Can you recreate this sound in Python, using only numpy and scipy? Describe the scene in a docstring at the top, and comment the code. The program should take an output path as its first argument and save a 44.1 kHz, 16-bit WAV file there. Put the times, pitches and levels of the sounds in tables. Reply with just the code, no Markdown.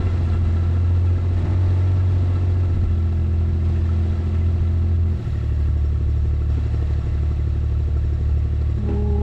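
"""Diesel tractor with a load of branches

A three-cylinder tractor creeps up to a brush pile and drops to idle, heard outdoors from the cab roof.
Periodic firing pulses drive the exhaust drone and excite the resonances of block and valve gear.
Loose metal clinks, branches scrape by stick-slip friction, and turbulent air buffets the microphone.
At the end the hydraulics take the load: the bucket rings with a soft clunk and the pump hums."""
import sys
import numpy as np
from scipy import signal
from scipy.fft import rfft, irfft, next_fast_len
from scipy.io import wavfile
from scipy.ndimage import uniform_filter1d, minimum_filter1d

SR = 44100
rng = np.random.default_rng(int(sys.argv[2]) if len(sys.argv) > 2 else 0)


def transcribe(signal):
    """Save signal, clipped to [-1, 1], as a 16-bit WAV file at the path in sys.argv[1]."""
    frames = np.atleast_2d(signal).T
    limited = np.clip(frames, -1, 1)
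    pcm = np.round(limited * 32767).astype(np.int16)
    wavfile.write(sys.argv[1], SR, pcm)


N = 406602
TIME = np.arange(N) / SR
IDLE_HZ = 36.6  # throughout, `hz` is the firing rate and `firing` the running count of firings


def undb(db):
    """Decibels to amplitude ratio."""
    return 10 ** (np.asarray(db) / 20)

def unit(x):
    """Normalisation to an rms of 1."""
    return x / np.sqrt(np.mean(x ** 2))

def gain_at(spectrum, hz):
    """Gain of a (frequency_hz, gain_db) spectrum, interpolated in log frequency."""
    f, db = np.transpose(spectrum)
    return undb(np.interp(np.log(hz + 1), np.log(f), db))

def shape(x, spectrum):
    """Zero-phase filtering by multiplication of spectra."""
    size = next_fast_len(N, real=True)
    return irfft(rfft(x, size) * gain_at(spectrum, np.fft.rfftfreq(size, 1 / SR)), size)[:N]

def colour(x, spectrum):
    """Spectral shaping, normalised to an rms of 1."""
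    return unit(shape(x, spectrum))

def ring(x, hz, width):
    """A damped resonator with unit gain at its centre."""
    return signal.lfilter(*signal.iirpeak(hz, hz / width, fs=SR), x)

def ring_twice(x, hz, width):
    """Two equal resonators in cascade: steeper skirts and a softer onset."""
    return ring(ring(x, hz, width), hz, width)

def noise():
    """Gaussian white noise."""
    return rng.standard_normal(N)

def drift(rate_hz):
    """Smooth random modulation with a spread near 1."""
    step = max(int(SR / rate_hz), 1)
    return 1.24 * uniform_filter1d(np.repeat(rng.standard_normal(N // step + 1), step), step)[:N]

def bumps(centres_s, half_widths_s):
    """Gaussian envelopes, one column per event."""
    return np.exp(-((TIME[:, None] - centres_s) / half_widths_s) ** 2)

def burst(start_s, db, attack_s, decay_s):
    """Impact envelope: linear attack, exponential decay."""
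    since = TIME - start_s
    return undb(db) * np.clip(since / attack_s, 0, 1) * np.exp(-np.abs(since) / decay_s)

def pulses(phase):
    """Impulse train: one unit pulse per turn of the phase."""
    return np.diff(np.floor(phase), prepend=np.floor(phase[0]))

def knocks(phase, decay_turns, scatter_db, cylinder_db, bed):
    """Repeated impacts: a noise burst each turn over a steady bed, every third one accented."""
    count = np.floor(phase).astype(int)
    accent = np.cos(2 * np.pi * count / 3)
    size = undb(scatter_db * rng.standard_normal(1024)[count] + cylinder_db * accent)
    return noise() * (bed + size * np.exp(-(phase % 1) / decay_turns))


# lurches of the tractor: centre_s, half_width_s, drone_sag_db, rumble_rise_db
LURCHES = [(.12, 0.24, 1, 6), (.47, 0.098, 2.5, 7), (1.44, 0.087, 4, 10.5), (2.8, 0.097, 5, 8),
           (5.235, 0.07, 13.5, 6)]
def lurches():
    """Slow amplitude modulation: at each lurch the drone sags and the rumble swells."""
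    centre, half_width, sag_db, rumble_db = np.transpose(LURCHES)
    swells = bumps(centre, half_width)
    return swells @ sag_db, swells @ rumble_db

# spectrum of the buffeting: frequency_hz, gain_db
AIR = [(8, -7), (22, -4), (40, 0), (65, 3.5), (110, -1.5), (150, -10), (230, -17.5), (500, -40),
       (1500, -66.5), (8000, -82.5)]
def air(rumble_db, level_db=-29.5):
    """Turbulence: low, fitful pressure fluctuations at the microphone, stronger at each lurch."""
    return colour(noise(), AIR) * undb(level_db + rumble_db + 2 * drift(14))

# spectrum of the cab's boom: frequency_hz, gain_db
BOOM = [(60, -22.5), (105, -0.5), (135, 5), (165, -6.5), (300, -9.5), (600, -49), (3000, -110)]
def cab_boom(rumble_db, level_db=-41):
    """Low-frequency resonance: the cab booms only while the tractor lurches."""
    return colour(noise(), BOOM) * undb(level_db) * (undb(rumble_db) - 1)

# contour of a faint sizzle: time_s, level_db
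SIZZLE = [(2.3, -102), (2.8, -78), (4, -83.5), (5.12, -75.5), (5.24, -74), (5.65, -73), (5.85, -81.5),
          (9.22, -82.5)]
def sizzle():
    """Band-limited noise: a thin hiss whose one narrow resonance emerges as it grows louder."""
    db = np.interp(TIME, *np.transpose(SIZZLE))
    tone = unit(ring(noise(), hz=10650, width=130)) * undb(-6 + 2.5 * drift(35) + db - db.max())
    hiss = unit(ring(noise(), hz=13000, width=4500))
    return (tone + hiss) * undb(db + drift(40))

def whine(hz, pitch_hz=1121, idle_db=-61.5, fade_db_per_hz=.5):
    """A faint pure tone with slight frequency modulation, clearest at idle."""
    db = idle_db - fade_db_per_hz * (hz - IDLE_HZ) - .5 * drift(29)
    phase = np.cumsum(pitch_hz * (1 + .004 * drift(30))) / SR
    return np.sqrt(2) * np.sin(2 * np.pi * phase) * undb(db)

# branches shifting in the load: start_s, level_db, decay_s
TWIGS = [(2.7812, -57, .02), (4.345, -43.5, 0.036), (5.3814, -53, 0.023), (6.577, -58, .02),
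         (7.0709, -55, .02), (8.39, -58, 0.042), (8.885, -45, 0.065)]
# spectrum of dry wood scraping: frequency_hz, gain_db
WOOD = [(600, -6.5), (1300, -2), (1900, 0), (2800, -4), (4200, -18), (8000, -24.5), (10000, -51.5)]
def twigs(attack_s=.0037):
    """Friction noise: short, dry scrapes of branch on branch."""
    return colour(noise(), WOOD) * sum(burst(start, db, attack_s, decay) for start, db, decay in TWIGS)

# slow drags of branch over branch: centre_s, half_width_s, level_db
DRAGS = [(5.45, 0.28, -59), (6.82, .17, -58), (7.15, .25, -61), (8.4, 0.64, -62.5)]
# modes of the branches: pitch_hz, bandwidth_hz, gain_db
BRANCH_MODES = [(1880, 160, 2), (2700, 300, -10), (3800, 600, -11.5)]
def branch_drags(slips_per_s=450, patchy_db=2.5):
    """Stick-slip friction: bark catches on bark, and dense random ticks ring the branches."""
    centre, half_width, level_db = np.transpose(DRAGS)
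    swell = bumps(centre, half_width) @ undb(level_db)
    slips = noise() * (rng.random(N) < slips_per_s / SR)
    rasp = sum(undb(db) * unit(ring_twice(slips, f, width)) for f, width, db in BRANCH_MODES)
    return unit(rasp) * swell * undb(patchy_db * drift(22))

# modes of the loose metal: pitch_hz, bandwidth_hz, jolted_db, shaken_db
METAL_MODES = [(1335, 25, -1.5, 3), (1642, 11, -13.5, -6), (2028, 27, -14.5, -4), (2720, 45, -10.5, -6.5),
               (3344, 63, -13.5, -13), (3940, 54, -13.5, -12)]
def metal_tremble(hz, firing, idle_db=-62, rise_db_per_hz=.42, scatter_db=5):
    """Forced vibration: every firing nudges the loose metal and sustains its thin tones."""
    taps, tones = pulses(firing), 0
    for f, width, _, db in METAL_MODES:
        nudges = taps * np.sign(noise()) * undb(scatter_db * noise())
        tones += undb(db) * unit(ring(ring(nudges, f, width), f, width=f))
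    return tones * undb(idle_db + rise_db_per_hz * (hz - IDLE_HZ))

# jolts of the rolling tractor: start_s, level_db
JOLTS = [(.004, -30.5), (0.031, -36), (0.067, -37), (0.094, -35), (0.17, -38), (.279, -39), (.331, -30),
         (0.355, -33), (0.372, -35), (.449, -34), (.491, -39), (.564, -32.5), (.589, -39), (.634, -34),
         (.655, -45), (0.75, -38), (.776, -37.5), (.799, -39), (.842, -32), (.889, -35.5), (.958, -33),
         (1.068, -34), (1.18, -33), (1.247, -41), (1.807, -34), (1.872, -38), (1.996, -30), (2.221, -39),
         (2.325, -41), (2.353, -33), (2.555, -38), (2.730, -37), (2.781, -41), (2.851, -42), (2.928, -40),
         (2.995, -40), (3.04, -43), (3.115, -43), (3.236, -46), (3.305, -42), (3.355, -46), (3.907, -47),
         (3.934, -40), (4.100, -46), (4.174, -35.5), (4.223, -42), (4.364, -44), (4.673, -38.5),
         (4.769, -47), (4.938, -42), (5.255, -39)]
def metal_clinks(attack_s=.0033, scatter_db=3, detune=.005):
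    """Free vibration: each jolt rings the loose metal in a slightly different mix of damped modes."""
    out, t = np.zeros(N), TIME[:SR // 8]
    for start_s, db in JOLTS:
        start = int(start_s * SR)
        for k, (f, width, mode_db, _) in enumerate(METAL_MODES):
            strength, mistuning = rng.standard_normal(2)
            size = undb(db + mode_db + scatter_db * strength * (k > 0))
            envelope = (1 - np.exp(-t / attack_s)) * np.exp(-np.pi * width * t)
            tone = np.sin(2 * np.pi * f * (1 + detune * mistuning) * t)
            out[start:start + len(t)] += size * envelope * tone
    return out

# knocks as the tractor settles and as the bucket takes the load: start_s, level_db
CLUNKS = [(6.565, -35), (8.826, -37), (8.882, -25.5)]
# modes of the bucket: pitch_hz, bandwidth_hz, gain_db
BUCKET_MODES = [(247.3, 14, 6), (332.7, 15, 8.5), (435, 22, 4.5), (565, 37, 1), (875, 73, -3.5),
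                (1350, 90, -18)]
def bucket(attack_s=.011, rattle_decay_s=.053, rattle_db=-8):
    """Impact excitation: each knock rings the heavy bucket, with a short, dull rattle of its pins."""
    ringing = 0
    for start, db in CLUNKS:
        t = np.maximum(TIME - start, 0)
        for f, width, mode_db in BUCKET_MODES:
            envelope = (1 - np.exp(-t / attack_s)) * np.exp(-np.pi * width * t)
            ringing += undb(db + mode_db) * envelope * np.sin(2 * np.pi * f * t)
    pins = sum(undb(db) * ring_twice(noise(), f, 4 * width) for f, width, db in BUCKET_MODES)
    blows = sum(burst(start, db, attack_s, rattle_decay_s) for start, db in CLUNKS)
    return ringing + undb(rattle_db) * colour(pins, THROUGH_STEEL) * blows

# partials of the hydraulic pump: harmonic_number, gain_db
PUMP_HARMONICS = [(1, -0.5), (2, -3), (3, -25), (4, -16)]
def hydraulics(firing, pitch_hz=204.8, start_s=8.76, attack_s=.03, load_s=8.87, load_rise_s=.04):
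    """Pressure ripple: the pump hums, growing louder and brighter under load, and the oil sings thinly."""
    running_s = np.maximum(TIME - start_s, 0)
    envelope = np.minimum(running_s / attack_s, 1) * undb(-29.5 + 2.5 * running_s)
    phase = np.cumsum(pitch_hz * (1 + .0082 * drift(70))) / SR
    pressure = .5 + .5 * np.tanh((TIME - load_s) / load_rise_s)
    flow = 1 + .47 * np.cos(2 * np.pi * firing)  # the oil flow pulses with the engine
    hum = 0
    for k, db in PUMP_HARMONICS:
        bright = 1 if k == 1 else .19 + .92 * pressure
        throb = flow if k > 2 else 1
        hum += bright * throb * undb(db + .9 * drift(35)) * np.sqrt(2) * np.sin(2 * np.pi * k * phase)
    oil = undb(-20) * pressure * flow * colour(ring(noise(), hz=852, width=24), THROUGH_STEEL)
    return (hum + oil) * envelope

# modes of the fuel lines: pitch_hz, bandwidth_hz, gain_db
FUEL_LINE_MODES = [(5460, 32, -2.5), (6900, 30, -9), (7400, 90, -7)]
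def fuel_lines(hz, firing, idle_db=-71, fade_db_per_hz=1.1):
    """Lightly damped resonance: the lines ping once per engine cycle, clearest at idle."""
    pings = knocks(firing / 3, decay_turns=.25, scatter_db=2.5, cylinder_db=0, bed=.15)
    tones = sum(undb(db) * unit(ring(pings, f, width)) for f, width, db in FUEL_LINE_MODES)
    return tones * undb(idle_db - fade_db_per_hz * (hz - IDLE_HZ))

# modes of the engine on its mounts: pitch_hz, half_bandwidth_hz, gain_db, delay_firings
MOUNT_MODES = [(253, 45, -11, -.436), (342, 34, 0, -.215), (449, 33, -5.5, 0)]
def mount_thumps(hz, firing, idle_db=-56.5, fade_db_per_hz=3, scatter_db=2):
    """Staggered modes: the engine rocks on its mounts once a cycle, in a thump of rising pitch."""
    out = 0
    for f, half_width, db, delay in MOUNT_MODES:
        slack = .04 * drift(9)
        blows = pulses((firing - delay + slack) / 3) * undb(scatter_db * noise())
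        out += undb(db) * unit(ring_twice(blows, f, 2 * half_width))
    return out * undb(idle_db - fade_db_per_hz * (hz - IDLE_HZ))

# spectrum of the cooling fan: frequency_hz, gain_db
FAN = [(1200, -5), (2000, 5), (3000, 1), (4200, -0.5), (4900, -4.5), (6200, -9), (8100, -10.5),
       (9200, -23.5), (11000, -35), (14000, -44), (16000, -52)]
def cooling_fan():
    """Flow noise: a broad hiss with a slight flutter."""
    return colour(noise(), FAN) * undb(.46 * drift(60))

def clatter(firing, modes, **blow):
    """Modal excitation: each resonance is struck at every firing, at its own point of the cycle."""
    out = 0
    for f, width, db in modes:
        offset = rng.uniform(0, 3)
        out += undb(db) * ring(knocks(firing + offset, **blow), f, width)
    return unit(out)

# modes of injectors and valve gear: pitch_hz, bandwidth_hz, gain_db
VALVE_MODES = [(2677, 190, -1.5), (3347, 87, -4.5), (3807, 110, -5), (3920, 190, -9.5), (4190, 490, -10),
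               (5570, 160, -13), (7160, 910, -18.5)]
def valve_rattle(firing):
    """Mechanical impact noise: uneven blows ring the injectors and valve gear."""
    return clatter(firing, VALVE_MODES, decay_turns=.65, scatter_db=3, cylinder_db=1.5, bed=.27)

# modes of block and covers: pitch_hz, bandwidth_hz, gain_db
BLOCK_MODES = [(367, 160, -4.5), (500, 82, -9), (698, 78, 2.5), (857.5, 15, 1.5), (1130, 77, -1),
               (1319, 70, -1.5), (1674, 25, -6), (1792, 82, -3.5), (2022, 40, -7)]
# transmission through heavy steel: frequency_hz, gain_db
THROUGH_STEEL = [(1500, -7.5), (3000, -2), (6000, -22), (10000, -26)]
def block_clatter(firing):
    """Structure-borne sound: combustion rings the block, and the steel dulls the high treble."""
    ringing = clatter(firing, BLOCK_MODES, decay_turns=.3, scatter_db=1, cylinder_db=2.5, bed=.25)
    return colour(ringing, THROUGH_STEEL)

# spectrum of the engine's roar: frequency_hz, gain_db
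ROAR = [(100, 0.5), (180, 9), (330, 8.5), (450, 2.5), (700, -2), (1000, -4), (1400, -3.5), (2000, -15),
        (2600, -14.5), (5000, -61)]
def engine_roar(firing):
    """Amplitude-modulated noise: a broad roar that pulses with each firing."""
    return colour(knocks(firing, decay_turns=.33, scatter_db=1, cylinder_db=2.5, bed=1.1), ROAR)

def order_gain(spectrum, order, hz):
    """Gain of a partial that moves with engine speed under a fixed spectral envelope."""
    return gain_at(spectrum, order * hz[::100]).repeat(100)[:N]

# spectral envelope of the throttle's overtones: frequency_hz, level_db
GROWL = [(280, -51.5), (320, -41.5), (410, -51.5), (455, -50.5), (550, -57.5), (640, -49.5), (760, -59),
         (890, -51), (980, -61), (1080, -55.5), (1500, -64.5), (2150, -62.5), (2500, -68)]
def growl(hz, firing, start_s=1.33, attack_s=.14, decay_s=.5):
    """Sharper pulses carry more overtones: sudden throttle hardens the combustion, which then softens."""
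    overtones, rough_firing = 0, firing + .0042 * drift(60)
    for k in range(6, 54):
        overtones += order_gain(GROWL, k, hz) * np.cos(2 * np.pi * (k * rough_firing + rng.uniform()))
    since = TIME - start_s
    envelope = np.clip(since / attack_s, 0, 1) * np.exp(-np.maximum(since - attack_s, 0) / decay_s)
    return np.sqrt(2) * overtones * envelope * undb(.5 * drift(18))

def pipe_lag(hz, order, spread_cycles=.3):
    """Phase dispersion in the pipe; at idle the low mids fall into step and make distinct pulses."""
    scatter = np.interp(hz, [IDLE_HZ, WORKING_HZ], [.2, 1]) if 7 <= order <= 13 else 1
    return spread_cycles * scatter * rng.standard_normal()

# spectral envelope of the lines from unequal cylinders: frequency_hz, gain_db
LOPE = [(50, -56.5), (130, -44.5), (190, -58), (255, -48), (295, -64), (350, -52), (410, -63), (470, -59),
        (560, -70.5), (680, -64), (820, -71.5), (1200, -70.5)]
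def lope(hz, firing, flutter_db=4, gain_db=1.5):
    """Period tripling: one cylinder hits harder, adding lines at multiples of a third of the firing rate."""
    out = 0
    for k in range(4, 76):
        order = k / 3
        if k % 3 or order > EXHAUST_HARMONICS[-1][0]:  # between or above the exhaust harmonics
            gain = order_gain(LOPE, order, hz) * undb(flutter_db * drift(6))
            out += gain * np.cos(2 * np.pi * (order * firing + pipe_lag(hz, order)))
    return out * undb(gain_db)

# exhaust partials at three engine speeds: harmonic_number, slow_db, working_db, revved_db
EXHAUST_HARMONICS = [(1, -34, -39.5, -37.5), (3, -26.5, -32, -35.5), (4, -37.5, -46.5, -55),
                     (5, -44, -34, -39.5), (6, -50, -50, -42.5), (7, -53.5, -51, -45.5),
                     (8, -54, -41, -41.5), (9, -45, -44.5, -49.5), (10, -47.5, -73.5, -54.5),
                     (11, -63, -58.5, -50), (12, -55.5, -55, -54), (13, -54.5, -70.5, -53.5),
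                     (14, -61, -64, -58), (15, -68, -55, -56), (16, -59, -61, -56), (17, -58, -58, -63),
                     (18, -66.5, -68, -61.5), (19, -65, -64.5, -59), (20, -64.5, -71.5, -62)]
SLOW_HZ, WORKING_HZ, REVVED_HZ = 37, 41.8, 44.2
def exhaust(hz, firing, drone_db, drone_lag_cycles=.2):
    """Harmonic series of the firing pulses; the second sits on the pipe resonance and makes the drone."""
    out = 0
    for k, *levels in EXHAUST_HARMONICS:
        db = np.interp(hz, [SLOW_HZ, WORKING_HZ, REVVED_HZ], levels) + .85 * drift(12)
        lag = np.clip((k - 3) / 3, 0, 1) * pipe_lag(hz, k)
        out += undb(db) * np.cos(2 * np.pi * (k * firing - lag))
    drone = np.cos(2 * np.pi * (2 * firing - drone_lag_cycles))  # a resonance lags its driving force
    return np.sqrt(2) * (out + undb(drone_db + .26 * drift(25)) * drone)

# band in which the strongest cylinder thumps: frequency_hz, gain_db
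CHUG_BAND = [(190, -33), (270, -19), (480, -11), (650, -27), (900, -38)]
def chug(low, hz, firing, idle_depth=.66):
    """Cyclic modulation: the low mids swell every third firing, most at idle where the flywheel is slow."""
    cycle = np.cos(2 * np.pi * firing / 3 + .15 * drift(8))
    depth = idle_depth * (1 + .2 * drift(5)) * (IDLE_HZ / hz) ** 9
    return depth * cycle * shape(low, CHUG_BAND)

# surges of engine effort: start_s, hold_s, release_s, clatter_rise_db, rattle_rise_db
SURGES = [(-.15, .15, 1.56, 6.5, 5.5), (1.309, 0.6, 1.2, 3, 4), (3.599, 0.42, 0.78, 2.5, 3),
          (5.145, 0.026, 0.53, 1.5, 3), (6.478, 0.23, 0.96, 3.5, 3.5)]
def effort(hz, attack_s=.056):
    """Engine noise grows with speed and load: the levels of clatter and rattle, in dB."""
    clatter_db = -48.5 + .3 * (hz - IDLE_HZ)
    rattle_db = -56 + .1543 * (hz - IDLE_HZ)
    for start, hold, release, clatter_rise_db, rattle_rise_db in SURGES:
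        surge = np.interp(TIME, start + np.cumsum([0, attack_s, hold, release]), [0, 1, 1, 0])
        clatter_db += clatter_rise_db * surge
        rattle_db += rattle_rise_db * surge
    return clatter_db, rattle_db

def engine(hz, firing, sag_db):
    """Common excitation: one firing cycle times exhaust, block and valves, over the rush of the fan."""
    drone_db = -20 + .4574 * (hz - IDLE_HZ) - sag_db + 1.13 * drift(6.9)
    clatter_db, rattle_db = effort(hz)
    block, valves = block_clatter(firing), valve_rattle(firing)
    body = undb(clatter_db) * (undb(-4) * block + undb(.27) * engine_roar(firing))
    top = undb(rattle_db) * (undb(-5) * valves + undb(-1) * cooling_fan())
    lope_gain = undb(1.2 * (clatter_db - clatter_db.mean()))
    low = exhaust(hz, firing, drone_db) + lope_gain * lope(hz, firing) + body
    return low + chug(low, hz, firing) + top

# engine speed, revved, eased to a crawl, then dropped to idle: time_s, firing_rate_hz
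ENGINE_SPEED = [(0, 44.16), (0.25, 42.95), (0.45, 42.36), (0.75, 43.42), (1.1, 44.31), (1.35, 44.53),
                (1.56, 45.87), (1.76, 45.5), (1.95, 46.25), (2.23, 45.2), (2.64, 44.83), (2.9, 42.2),
                (3.2, 41.4), (4.2, 42.06), (4.95, 42.2), (5.1, 42.17), (5.32, 36.75), (9.22, 36.91)]
def scene():
    """Superposition: all sources add at one microphone in the open air."""
    hz = np.interp(TIME, *np.transpose(ENGINE_SPEED))
    firing = np.cumsum(hz * (1 + .0015 * drift(14))) / SR
    sag_db, rumble_db = lurches()
    tractor = engine(hz, firing, sag_db) + mount_thumps(hz, firing) + metal_tremble(hz, firing)
    tractor += whine(hz) + cab_boom(rumble_db) + growl(hz, firing) + fuel_lines(hz, firing)
    loader = hydraulics(firing) + bucket() + metal_clinks() + twigs() + branch_drags()
    return (tractor + loader + sizzle() + air(rumble_db))[None]

# microphone response: frequency_hz, gain_db
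MICROPHONE = [(7800, -0.5), (8400, -0.5), (9500, -1), (11500, -2.5), (14000, -2.5), (15500, -10)]
def record(dry, ceiling=.27, cutoff_hz=15700, fade_s=.002):
    """Peak and band limiting: the highest peaks are ducked, the treble rolls off and is cut at the top."""
    allowed = np.minimum(1, ceiling / (np.abs(dry[0]) + 1e-9))
    gain = uniform_filter1d(minimum_filter1d(allowed, size=700), size=700)
    fade = np.clip(np.minimum(TIME, TIME[::-1]) / fade_s, 0, 1)
    heard = shape(dry[0] * gain * fade, MICROPHONE)[None]
    return signal.sosfilt(signal.ellip(8, .2, 70, cutoff_hz, fs=SR, output="sos"), heard)


dry = scene()
out = record(dry)
transcribe(out)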